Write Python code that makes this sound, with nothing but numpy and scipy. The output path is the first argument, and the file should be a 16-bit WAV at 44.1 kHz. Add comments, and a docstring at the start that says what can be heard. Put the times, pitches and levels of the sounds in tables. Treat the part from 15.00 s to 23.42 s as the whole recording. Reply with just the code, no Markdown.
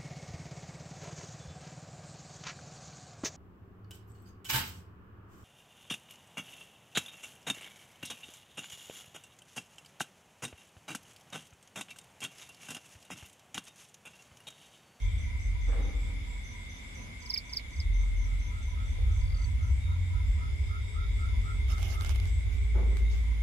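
"""A garden at night, from a phone carried low over the plants.
Close by, two crickets chirp by scraping their wings and a katydid rasps, over a far chorus of trills.
Two distant frogs call, one hooting, one yelping. A far engine's exhaust rumbles, a road hums faintly,
and a few hollow bangs roll in as echoes from a long way off. Stalks snap in the undergrowth, and near
the end leaves brush past, just right of the microphone."""
import sys
import numpy as np
from scipy import signal
from scipy.fft import rfft, irfft
from scipy.io import wavfile
from scipy.ndimage import uniform_filter1d

SR = 44100
rng = np.random.default_rng(int(sys.argv[2]) if len(sys.argv) > 2 else 0)


def unload_wav(signal):
    """Save mono or channel-first audio to the path in sys.argv[1] as 16-bit WAV at rate SR, clipped to [-1, 1]."""
    wavfile.write(
        sys.argv[1],
        SR,
        np.round(np.clip(np.atleast_2d(signal).T, -1, 1) * 32767).astype(np.int16),
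    )


N = 371322
TIME = np.arange(N) / SR

# Night air, all round. Each row: frequency in Hz, relative level in dB.
AIR_COLOUR = [(30, -19), (90, 11), (150, 1.5), (250, 1.5), (330, -8.5), (600, -10), (1100, -11),
              (1600, -11.5), (2800, -12), (4200, -19.5), (7000, -21.5), (8500, -25.5), (9200, -22),
              (10000, -27), (11300, -21.5), (12600, -44.5)]
# Each row: frequency in Hz, correlation of the air's left and right from -1 to 1.
AIR_CORRELATION = [(130, 1), (290, 0.47), (640, -0.38), (1400, -0.58), (3000, -0.23), (12000, -0.026)]
# The far engine. Each row: time in seconds, deep rumble in dB, upper rumble in dB.
ENGINE_LEVELS = [(0, -30, -36.5), (.3, -35, -36), (.65, -28, -40.5), (1.03, -30.5, -40), (1.2, -37, -43),
                 (1.8, -48.5, -55.5), (2.72, -45.5, -54), (2.79, -47, -34), (2.9, -25.5, -38.5),
                 (3.25, -27.5, -42), (3.6, -39, -37.5), (4.15, -27.5, -30.5), (4.9, -35.5, -30.5),
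                 (5.3, -31.5, -29), (5.9, -38.5, -36.5), (6.2, -29, -33.5), (6.75, -31, -35.5),
                 (7.1, -31, -32), (8, -25, -40), (8.42, -29.5, -41)]
# Its notes as it labours. Each row: start and end in seconds, pitch in Hz, share of the band's power.
ENGINE_DRONES = [(0.458, 1.704, 44, 0.73), (2.796, 3.566, 44, 0.83), (4.79, 5.35, 88, 0.82),
                 (7.543, 8.6, 56, 0.9)]
# Far low and high tree crickets, and ground crickets. Each row: time in seconds, level in dB.
LOW_CHORUS_LEVELS = [(0, -49), (.6, -51.5), (2.1, -52), (2.9, -50.5), (3.9, -54.5), (5.3, -53), (6.2, -51),
                     (8.42, -52)]
HIGH_CHORUS_LEVELS = [(0, -56), (.44, -68), (.7, -59.5), (1.05, -61.5), (1.85, -61), (2.01, -66),
                      (2.45, -61.5), (2.6, -63), (3.3, -62.5), (3.65, -62), (4.1, -61), (4.72, -70),
                      (5.1, -62.5), (5.55, -62), (6.1, -59), (6.4, -61.5), (7.1, -58.5), (7.6, -63),
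                      (8.42, -62.5)]
GROUND_CHORUS_LEVELS = [(0, -73.5), (2, -71), (2.9, -80), (5.1, -77), (5.4, -67.5), (6, -68.5), (6.6, -71),
                        (8.42, -80)]
# Bouts of calls. Each row: first and last call in seconds, their levels in dB from the caller's own.
SMALL_CRICKET_BOUTS = [(.01, .865, -3, -2), (1.485, 2.745, 0, -2.5), (2.979, 3.897, 0, -4),
                       (4.162, 4.663, -1, -4)]
FAR_FROG_BOUTS = [(.06, 1.08, -3, -3), (1.32, 2.5, -1, 0), (2.75, 3.73, -4, -2), (3.97, 5.4, -1, 0),
                  (5.64, 6.12, -6, -7), (6.35, 6.59, -2, -5), (8.28, 8.28, -3, -3)]
KATYDID_BOUTS = [(.138, .73, -3.5, -3), (1.04, 1.62, 0, -.5), (1.9, 2.5, -3.5, -6), (2.767, 4.453, -5, -4),
                 (4.763, 7.63, -3.5, -.5), (7.92, 8.216, -2.5, -7)]
NEARER_FROG_BOUTS = [(3.058, 3.808, -17, -7.5), (4.11, 4.91, -10, -10), (5.17, 5.44, -8, -5),
                     (5.745, 6.99, -1.5, 0)]
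NEAR_TICK_BOUTS = [(4.215, 4.326, -7, -4), (4.35, 4.398, 0, -4), (4.421, 4.447, -1.5, 1)]
# Single tree crickets. Each row: start and hold in seconds, level in dB, pitch in Hz.
SOLO_TRILLS = [(.36, .14, -70, 3650), (.62, 1.25, -69, 3560), (.8, 0.096, -67, 3770), (2.55, .1, -67, 3790),
               (2.8, 0.19, -65, 3710), (3.95, .35, -69, 3530), (4.8, 0.1, -60.5, 3633),
               (4.82, 0.059, -62, 3755), (5.01, 0.07, -63.5, 3675), (5.83, 0.09, -63.5, 3700),
               (6.68, .08, -61, 3710), (7.9, 0.12, -67.5, 3630), (8.06, 0.049, -61, 3740)]
# Bangs a long way off. Each row: start in seconds, level in dB, rise in seconds, top of the crack
# in Hz, boom pitch in Hz, then boom and hollow ring in dB against the crack.
FAR_BANGS = [(0.671, -53.5, .015, 1600, 270, -1, -7), (.71, -46.5, 0.03, 2020, 268, -10, -9.5),
             (.745, -55, 0.0074, 900, 453, 3, -3), (.775, -54, .02, 900, 274, 7, -8),
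             (1.05, -63.5, 0.038, 503, 262, 9.5, -4), (1.95, -58.5, 0.023, 600, 227, 3.5, -14),
             (3.96, -64.5, .02, 600, 465, -5, -5), (7.744, -42, .006, 1240, 377, 1, -20)]
# Their crack. Each row: frequency in Hz, relative level in dB.
CRACK_COLOUR = [(60, -29), (170, -25), (370, -16), (520, -1.5), (750, -8.5), (1200, -11), (2800, -10),
                (4200, -12), (7000, -16)]
# Resonances of the struck hollow body. Each row: centre and width in Hz, relative level in dB.
HOLLOW_MODES = [(465, 28, 1.5), (787, 14, 0), (1180, 130, -3)]
# Dry stalks in the undergrowth. Each row: start in seconds, level in dB, pitch in Hz.
STALK_SNAPS = [(1.991, -54, 2620), (2.361, -36, 2300), (2.595, -40.5, 2230)]
# The nearest cricket's strokes, in three swelling chirps. Each row: middle in seconds, level in dB.
WING_STROKES = [(2.232, -50), (2.269, -44), (2.306, -28), (2.343, -26), (2.3795, -27), (2.505, -48),
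                (2.538, -32.5), (2.573, -26.5), (2.74, -56), (2.773, -52), (2.808, -38)]
# Resonances of its wing. Each row: centre and width in Hz, relative level in dB.
WING_MODES = [(5600, 280, -16), (5030, 270, 0), (4640, 160, -9), (4340, 140, -13)]
# The far road. Each row: time in seconds, level in dB.
ROAD_LEVELS = [(0, -108), (5.3, -75.5), (5.9, -65.5), (7.6, -64), (8.42, -80)]
# Leaves brushing by the microphone. Each row: start and hold in seconds, level in dB.
LEAF_BRUSHES = [(6.705, .03, -48.5), (6.79, .02, -51), (6.825, .055, -46.5), (6.9, .045, -47.5),
                (7.02, .015, -47), (7.07, .04, -47.5), (7.14, .02, -51), (7.19, .1, -56), (7.53, .011, -58),
                (7.975, .015, -57), (8.11, .07, -58)]
# Stems flicking. Each row: start in seconds, level in dB.
STEM_FLICKS = [(6.782, -41), (6.829, -35), (7.01, -35), (7.048, -34.5), (7.061, -38), (7.0936, -31.5),
               (7.104, -38), (7.159, -39), (7.2, -37.5), (7.255, -42), (7.97, -38.5)]
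# The tone of leaves and stems. Each row: frequency in Hz, relative level in dB.
FOLIAGE_COLOUR = [(300, -0.5), (900, 2.5), (1800, -2.5), (3000, 1), (4500, -4), (6500, -5), (9000, -10),
                  (13000, -16.5), (16000, -35)]


def undb(db):
    """Decibels to gain."""
    return 10 ** (np.asarray(db) / 20)


def unit(x):
    """Scale to rms 1."""
    return x / np.sqrt(np.mean(x ** 2))


def sine(hz):
    """A sine that follows a moving pitch."""
    return np.sin(2 * np.pi * np.cumsum(hz) / SR)


def curve(table, column=1):
    """One column of a table, joined by straight lines in time."""
    rows = np.array(table)
    return np.interp(TIME, rows[:, 0], rows[:, column])


def over_hz(points, size):
    """(Hz, value) points read at every bin of a spectrum."""
    hz, value = np.transpose(points)
    return np.interp(np.log(np.fft.rfftfreq(size, 1 / SR) + 1), np.log(hz), value)


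def colour(x, points):
    """Filter a sound by a curve of (Hz, dB) points."""
    return irfft(rfft(x) * undb(over_hz(points, x.shape[-1])), x.shape[-1])


def band(x, lo_hz, hi_hz, order=2):
    """Band-pass."""
    return signal.sosfilt(signal.butter(order, [lo_hz, hi_hz], "band", fs=SR, output="sos"), x)


def walk(rate):
    """Random drift with a spread near 1, turning rate times a second."""
    knots = rng.standard_normal(700)
    return 1.2 * np.interp(TIME * rate, np.arange(len(knots)), knots)


def jitter(progress, count):
    """A line through count random values as a note's progress runs from 0 to 1."""
    return np.interp(progress, np.linspace(0, 1, count), rng.standard_normal(count))


def add(track, s, sound):
    """Mix a sound into a track from time s."""
    start = int(s * SR)
    a, b = max(start, 0), min(start + sound.shape[-1], N)
    if b > a:
        track[..., a:b] += sound[..., a - start:b - start]


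def calls(bouts, level_db, gap_s, scatter_db):
    """(s, dB) of every call: an even pace, the level sliding through each bout and scattered a little."""
    rows = []
    for first, last, first_db, last_db in bouts:
        count = round((last - first) / gap_s) + 1
        levels = level_db + np.linspace(first_db, last_db, count)
        rows += zip(np.linspace(first, last, count), levels + scatter_db * rng.standard_normal(count))
    return rows


def swells(events, attack_s, t60):
    """Gain of (start s, held s, dB) events: each fades in just ahead of its start, holds and dies away."""
    gain = np.zeros(N)
    for s, held, db in events:
        fade_in = np.clip(1 + (TIME - s) / attack_s, 0, 1)
        gain = np.maximum(gain, fade_in * undb(db - 60 * np.maximum(TIME - s - held, 0) / t60))
    return gain


def stroke(hz, fall, length_s, taper=3.9, overtone_db=-60, catch=0, rasp=0):
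    """A swelling note that slides down, as a scraper slows along a wing file; a negative fall rises."""
    progress = np.linspace(0, 1, int(length_s * SR))
    speed = 1 - fall * (progress - .5) + catch * jitter(progress, 24)
    phase = 2 * np.pi * np.cumsum(hz * speed) / SR
    phase += rasp * jitter(progress, int(hz * length_s / 2))  # uneven tooth strikes
    wave = np.sin(phase) + undb(overtone_db) * (np.sin(2 * phase) / 2 + np.sin(3 * phase))
    return np.sqrt(2) * wave * np.abs(np.sin(np.pi * progress)) ** taper


def garden(x, pan_db, wet, t60, lag_ms=0):
    """Ground and foliage scatter the wet share; the left microphone is pan_db up and lag_ms late."""
    t = np.arange(SR // 2) / SR
    scatter = rng.standard_normal((2, len(t))) * undb(-60 * t / t60) * (t > .002)
    scatter /= np.sqrt(np.sum(scatter ** 2, axis=1, keepdims=True))
    diffuse = signal.oaconvolve(x[None], scatter, axes=1)[:, :N]
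    diffuse *= np.std(x) / np.std(diffuse, axis=1, keepdims=True)
    direct = np.array([np.roll(x, round(lag_ms * SR / 1000)), x])
    return (np.sqrt(1 - wet) * direct + np.sqrt(wet) * diffuse) * undb([[pan_db / 2], [-pan_db / 2]])


def night_air(level_db=-50):
    """A wash of far traffic and countless faint insects; the bass is alike at both microphones."""
    correlation = over_hz(AIR_CORRELATION, N)
    mid = irfft(rfft(rng.standard_normal(N)) * np.sqrt(1 + correlation), N)
    side = irfft(rfft(rng.standard_normal(N)) * np.sqrt(1 - correlation), N)
    wash = unit(colour(np.array([mid + side, mid - side]), AIR_COLOUR))
    return wash * undb(level_db + .5 * walk(5))


def exhaust(lo_hz, hi_hz, waver_db=1.68):
    """Turbulent exhaust in one band, giving way to a clean note while the engine labours."""
    noise = band(rng.standard_normal(N), lo_hz, hi_hz, order=4)
    noise /= np.sqrt(uniform_filter1d(noise ** 2, SR // 7))
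    noise *= undb(waver_db * walk(9.8))
    tone_share, tone = np.zeros(N), np.zeros(N)
    for start, end, hz, share in ENGINE_DRONES:
        if lo_hz < hz < hi_hz:
            held = share * np.clip(np.minimum(TIME - start, end - TIME) / .14, 0, 1)
            tone_share += held
            tone += np.sqrt(2 * held) * sine(hz * (1 + .0075 * walk(4.99)))
    return tone + noise * np.sqrt(np.clip(1 - tone_share, 0, 1))


def far_engine():
    """Only the bass carries this far; it is nearly the same at both microphones."""
    deep_gain, upper_gain = undb(curve(ENGINE_LEVELS, 1)), undb(curve(ENGINE_LEVELS, 2))
    deep = exhaust(38.4, 66.36)
    upper = exhaust(59.9, 93.5) + undb(-21) * exhaust(108.3, 134)
    mid = deep * deep_gain + upper * upper_gain
    side = unit(band(rng.standard_normal(N), 38, 98, order=4))
    side *= np.hypot(deep_gain, upper_gain) * undb(-10)
    return np.array([undb(.5) * mid + side, undb(1) * mid - side])


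def trill(hz, stroke_hz, fall):
    """One insect stroking on and on; its pace is never quite even and its pitch wanders."""
    out = np.zeros(N)
    notes = [stroke(hz * (1 + bend), fall, .7 / stroke_hz) for bend in np.linspace(-.018, .018, 7)]
    pace, loud, wander = rng.standard_normal((700, 3)).T
    times = np.cumsum(1 + .06 * pace) / stroke_hz - rng.random() / 10
    picks = np.clip(np.round(3 + 4 * uniform_filter1d(wander, 6)), 0, 6).astype(int)
    for s, gain, pick in zip(times[times < N / SR], undb(2 * loud), picks):
        add(out, s, gain * notes[pick])
    return out


def chorus(hz, spread_hz, stroke_hz, fall, count):
    """Many insects of a kind, most near the middle pitch; each swells and fades, the whole stays even."""
    rank = (np.arange(count) + .5) / count
    voices = np.zeros(N)
    for pitch in hz + spread_hz * np.log(rank / (1 - rank)):
        voices += trill(pitch, stroke_hz * rng.uniform(.75, 1.25), fall) * undb(2.5 * walk(3))
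    return voices / np.sqrt(uniform_filter1d(voices ** 2, SR // 3) + 1e-12)


def far_crickets():
    """Four kinds of cricket, each on its own pitch, blurred by distance."""
    low = chorus(2158, spread_hz=42.9, stroke_hz=40.01, fall=.057, count=14)
    low *= undb(curve(LOW_CHORUS_LEVELS))
    high = chorus(3510, spread_hz=91.3, stroke_hz=35.81, fall=.036, count=18)
    high *= undb(curve(HIGH_CHORUS_LEVELS) + walk(6))
    ground = chorus(4970, spread_hz=135, stroke_hz=30, fall=.1, count=9)
    ground *= undb(curve(GROUND_CHORUS_LEVELS))
    thin = chorus(6780, spread_hz=110, stroke_hz=58.8, fall=.07, count=5)
    thin *= undb(-74 + 1.5 * walk(9))
    return (garden(low, pan_db=2, wet=.76, t60=1)
            + garden(high + thin, pan_db=-4.5, wet=.85, t60=.6)
            + garden(ground, pan_db=-5, wet=.6, t60=.2))


def small_cricket(stroke_gap_s=.0248, length_s=.021):
    """Four short, slightly uneven falling strokes to a chirp, blurred by the undergrowth."""
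    out = np.zeros(N)
    for s, db in calls(SMALL_CRICKET_BOUTS, level_db=-54, gap_s=.235, scatter_db=.6):
        for k, (loud, detune, late) in enumerate(rng.standard_normal((4, 3))):
            note = stroke(6050 * (1 + .007 * detune), fall=.14, length_s=length_s, taper=1.6, catch=.012)
            middle = s + (k - 1.5) * stroke_gap_s + .001 * late
            add(out, middle - length_s / 2, undb(db + 1.1 * loud) * note)
    return garden(out, pan_db=-4, wet=.65, t60=.22, lag_ms=.5)


def hooting_frog():
    """The farther frog, well to the right, stutters each hoot in four pulses."""
    out = np.zeros(N)
    for s, db in calls(FAR_FROG_BOUTS, level_db=-62.5, gap_s=.241, scatter_db=1):
        for k, (late, loud, detune) in enumerate(rng.standard_normal((4, 3))):
            note = stroke(977 * (1 + .012 * detune), fall=-.03, length_s=.026, taper=1)
            add(out, s + (k - 2) * .027 + .005 * late, undb(db + 2 * loud) * note)
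    return garden(out, pan_db=-11, wet=.65, t60=.25, lag_ms=.25)


def katydid(tooth_hz=115):
    """Fast tooth strikes ring a wing whose pitch lifts through each rasp; no two rasps are alike."""
    out = np.zeros(N)
    for s, db in calls(KATYDID_BOUTS, level_db=-59.5, gap_s=.288, scatter_db=1.2):
        longer, detune, late = rng.standard_normal(3)
        length_s = .24 * (1 + .1 * longer)
        progress = np.linspace(0, 1, int(length_s * SR))
        wing = sine(7640 + 340 * progress + 250 * jitter(progress, 350) + 55 * detune)
        teeth = 1 + .27 * np.sin(2 * np.pi * tooth_hz * length_s * progress)
        add(out, s + .012 * late - length_s / 2, undb(db) * np.sin(np.pi * progress) * teeth * wing)
    return garden(out, pan_db=-2, wet=.55, t60=.1)


def solo_crickets():
    """Single tree crickets stand out of the chorus, their strokes merging into a wavering whistle."""
    out = np.zeros(N)
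    for s, held, db, hz in SOLO_TRILLS:
        whistle = sine(hz + 16 * walk(70) + 8 * walk(8)) * undb(2 * walk(40))
        out += unit(whistle) * swells([(s, held, db)], attack_s=.04, t60=.45)
    return garden(out, pan_db=-1, wet=.4, t60=.3)


def far_bangs(crack_t60=.74, boom_t60=1.17):
    """Each bang arrives as a cloud of echoes: a crack and a hollow ring die first, the boom rolls on."""
    out, t = np.zeros((2, N)), np.arange(SR) / SR
    for s, db, rise_s, top_hz, boom_hz, boom_db, hollow_db in FAR_BANGS:
        cloud = rng.standard_normal((2, SR)) * undb(2.5 * walk(70)[:SR])
        crack = unit(band(colour(cloud, CRACK_COLOUR), 86, top_hz, order=3))
        shared = cloud[0] + .52 * cloud[1] * np.array([[1], [-1]])  # long waves reach both sides alike
        hollow = sum(undb(mode_db) * unit(band(shared, hz - width / 2, hz + width / 2, order=1))
                     for hz, width, mode_db in HOLLOW_MODES)
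        boom = unit(band(shared, .89 * boom_hz, 1.136 * boom_hz)) + .76 * unit(band(shared, 164, 228))
        age = np.maximum(t - rise_s, 0)
        strike = (crack + undb(hollow_db) * hollow) * undb(-60 * age / crack_t60)
        boom *= np.minimum(t / .0077, 1) * undb(boom_db - 60 * age / boom_t60)
        swell = np.sqrt(np.minimum(t / rise_s, 1))
        add(out, s, undb(db) * swell * (strike + boom))
    return out


def stalk_snaps():
    """A stalk gives way, off to the right: a short crackle that rings its hollow stem."""
    out, t = np.zeros(N), np.arange(SR // 20) / SR
    envelope = np.minimum(t / .0012, 1) * undb(-60 * t / .034)
    for s, db, hz in STALK_SNAPS:
        ring = np.sqrt(2) * np.sin(2 * np.pi * hz * t)
        crackle = unit(band(rng.standard_normal(len(t)), 2800, 4100))
        add(out, s, undb(db) * (ring + .41 * crackle) * envelope)
    return garden(out, pan_db=-10, wet=.15, t60=.038)


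def near_strokes(full_db):
    """(s, dB, Hz, fall, length s) of the nearest cricket's chirp strokes, then its run of quick ticks."""
    rows = []
    for s, db in WING_STROKES:
        effort = undb(db - full_db)  # a harder stroke is higher, falls further and lasts longer
        rows.append((s, db, 5000 * effort ** .025, .33 * effort ** .08, .031 * effort ** .04))
    run_start, sag_hz_per_s = NEAR_TICK_BOUTS[0][0], 800
    for s, db in calls(NEAR_TICK_BOUTS, level_db=-44.5, gap_s=.0226, scatter_db=1.5):
        rows.append((s, db, 4720 - sag_hz_per_s * (s - run_start), .155, .0105))
    return rows


def near_cricket(full_db=-25.5, catch=.011):
    """Falling strokes flare as they cross each wing resonance; the teeth catch most in light strokes."""
    out = np.zeros(N)
    for s, db, hz, fall, length_s in near_strokes(full_db):
        effort = undb(db - full_db)
        note = stroke(hz, fall, length_s, taper=.55, overtone_db=-25,
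                      catch=catch / effort ** .2, rasp=.18)
        size = len(note)
        pitch = hz * (1 - fall * np.linspace(-.5, .5, size) + catch * walk(80)[:size] / 2)
        flare = sum(undb(mode_db) / (1 + (2 * (pitch - mode_hz) / width_hz) ** 2)
                    for mode_hz, width_hz, mode_db in WING_MODES)
        scrape = 1 + .06 * rng.standard_normal(size)
        add(out, s - length_s / 2, undb(db) * note * flare / flare.max() * scrape)
    return garden(out, pan_db=-5, wet=.08, t60=.085, lag_ms=-.47)


def yelping_frog(length_s=.112):
    """The nearer frog yelps with a throbbing throat and a rising pitch."""
    out = np.zeros(N)
    for s, db in calls(NEARER_FROG_BOUTS, level_db=-48, gap_s=.255, scatter_db=.8):
        note = stroke(1318 * rng.normal(1, .01), fall=-.065, length_s=length_s, taper=.55, catch=.014)
        throb = .25 + 1.5 * np.sin(np.pi * rng.normal(98, 9) * TIME[:len(note)])
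        add(out, s - length_s / 2, undb(db) * note * throb)
    return garden(out, pan_db=-2.5, wet=.35, t60=.2, lag_ms=-.28)


def road_hum():
    """A faint wavering hum from a far road."""
    hum = sine(398 + 11 * walk(20)) * undb(curve(ROAD_LEVELS) + 2.5 * walk(7.6))
    return garden(hum, pan_db=-2, wet=.3, t60=.3)


def leaves(squeak_s=6.7, squeak_db=-54):
    """Tiny slips of leaf on leaf make a hiss that catches and lets go; stems flick, one leaf squeaks."""
    slips = rng.standard_normal((2, N))
    slips *= undb(2.4 * np.minimum(rng.exponential(size=N // 30 + 1), 3)).repeat(30)[:N]
    hiss = sum(band(slips, lo, 2 * lo) * undb(1.2 * walk(60)) for lo in 250 * 2 ** np.arange(6))
    out = unit(hiss) * swells(LEAF_BRUSHES, attack_s=.032, t60=.28) * undb(walk(80))
    t = np.arange(SR // 30) / SR
    for s, db in STEM_FLICKS:
        add(out, s, rng.standard_normal((2, len(t))) * undb(db - 60 * t / .012))
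    colour_rms = np.sqrt(np.mean(undb(over_hz(FOLIAGE_COLOUR, N)) ** 2))
    out = colour(out, FOLIAGE_COLOUR) / colour_rms
    squeak = stroke(5270, fall=-.05, length_s=.03, taper=1, catch=.025, rasp=.4)
    add(out, squeak_s, undb(squeak_db) * squeak)
    return out * undb([[-6], [3.5]])  # close by the right microphone


def scene():
    """Everything that reaches the phone, in stereo."""
    insects = near_cricket() + small_cricket() + katydid() + far_crickets() + solo_crickets()
    frogs = yelping_frog() + hooting_frog()
    distance = far_engine() + road_hum() + far_bangs()
    return insects + frogs + distance + stalk_snaps() + leaves() + night_air()


def record(dry):
    """The phone cuts the treble above 15.7 kHz."""
    return signal.sosfilt(signal.ellip(8, .2, 70, 15700, fs=SR, output="sos"), dry)


dry = scene()
out = record(dry)
unload_wav(out)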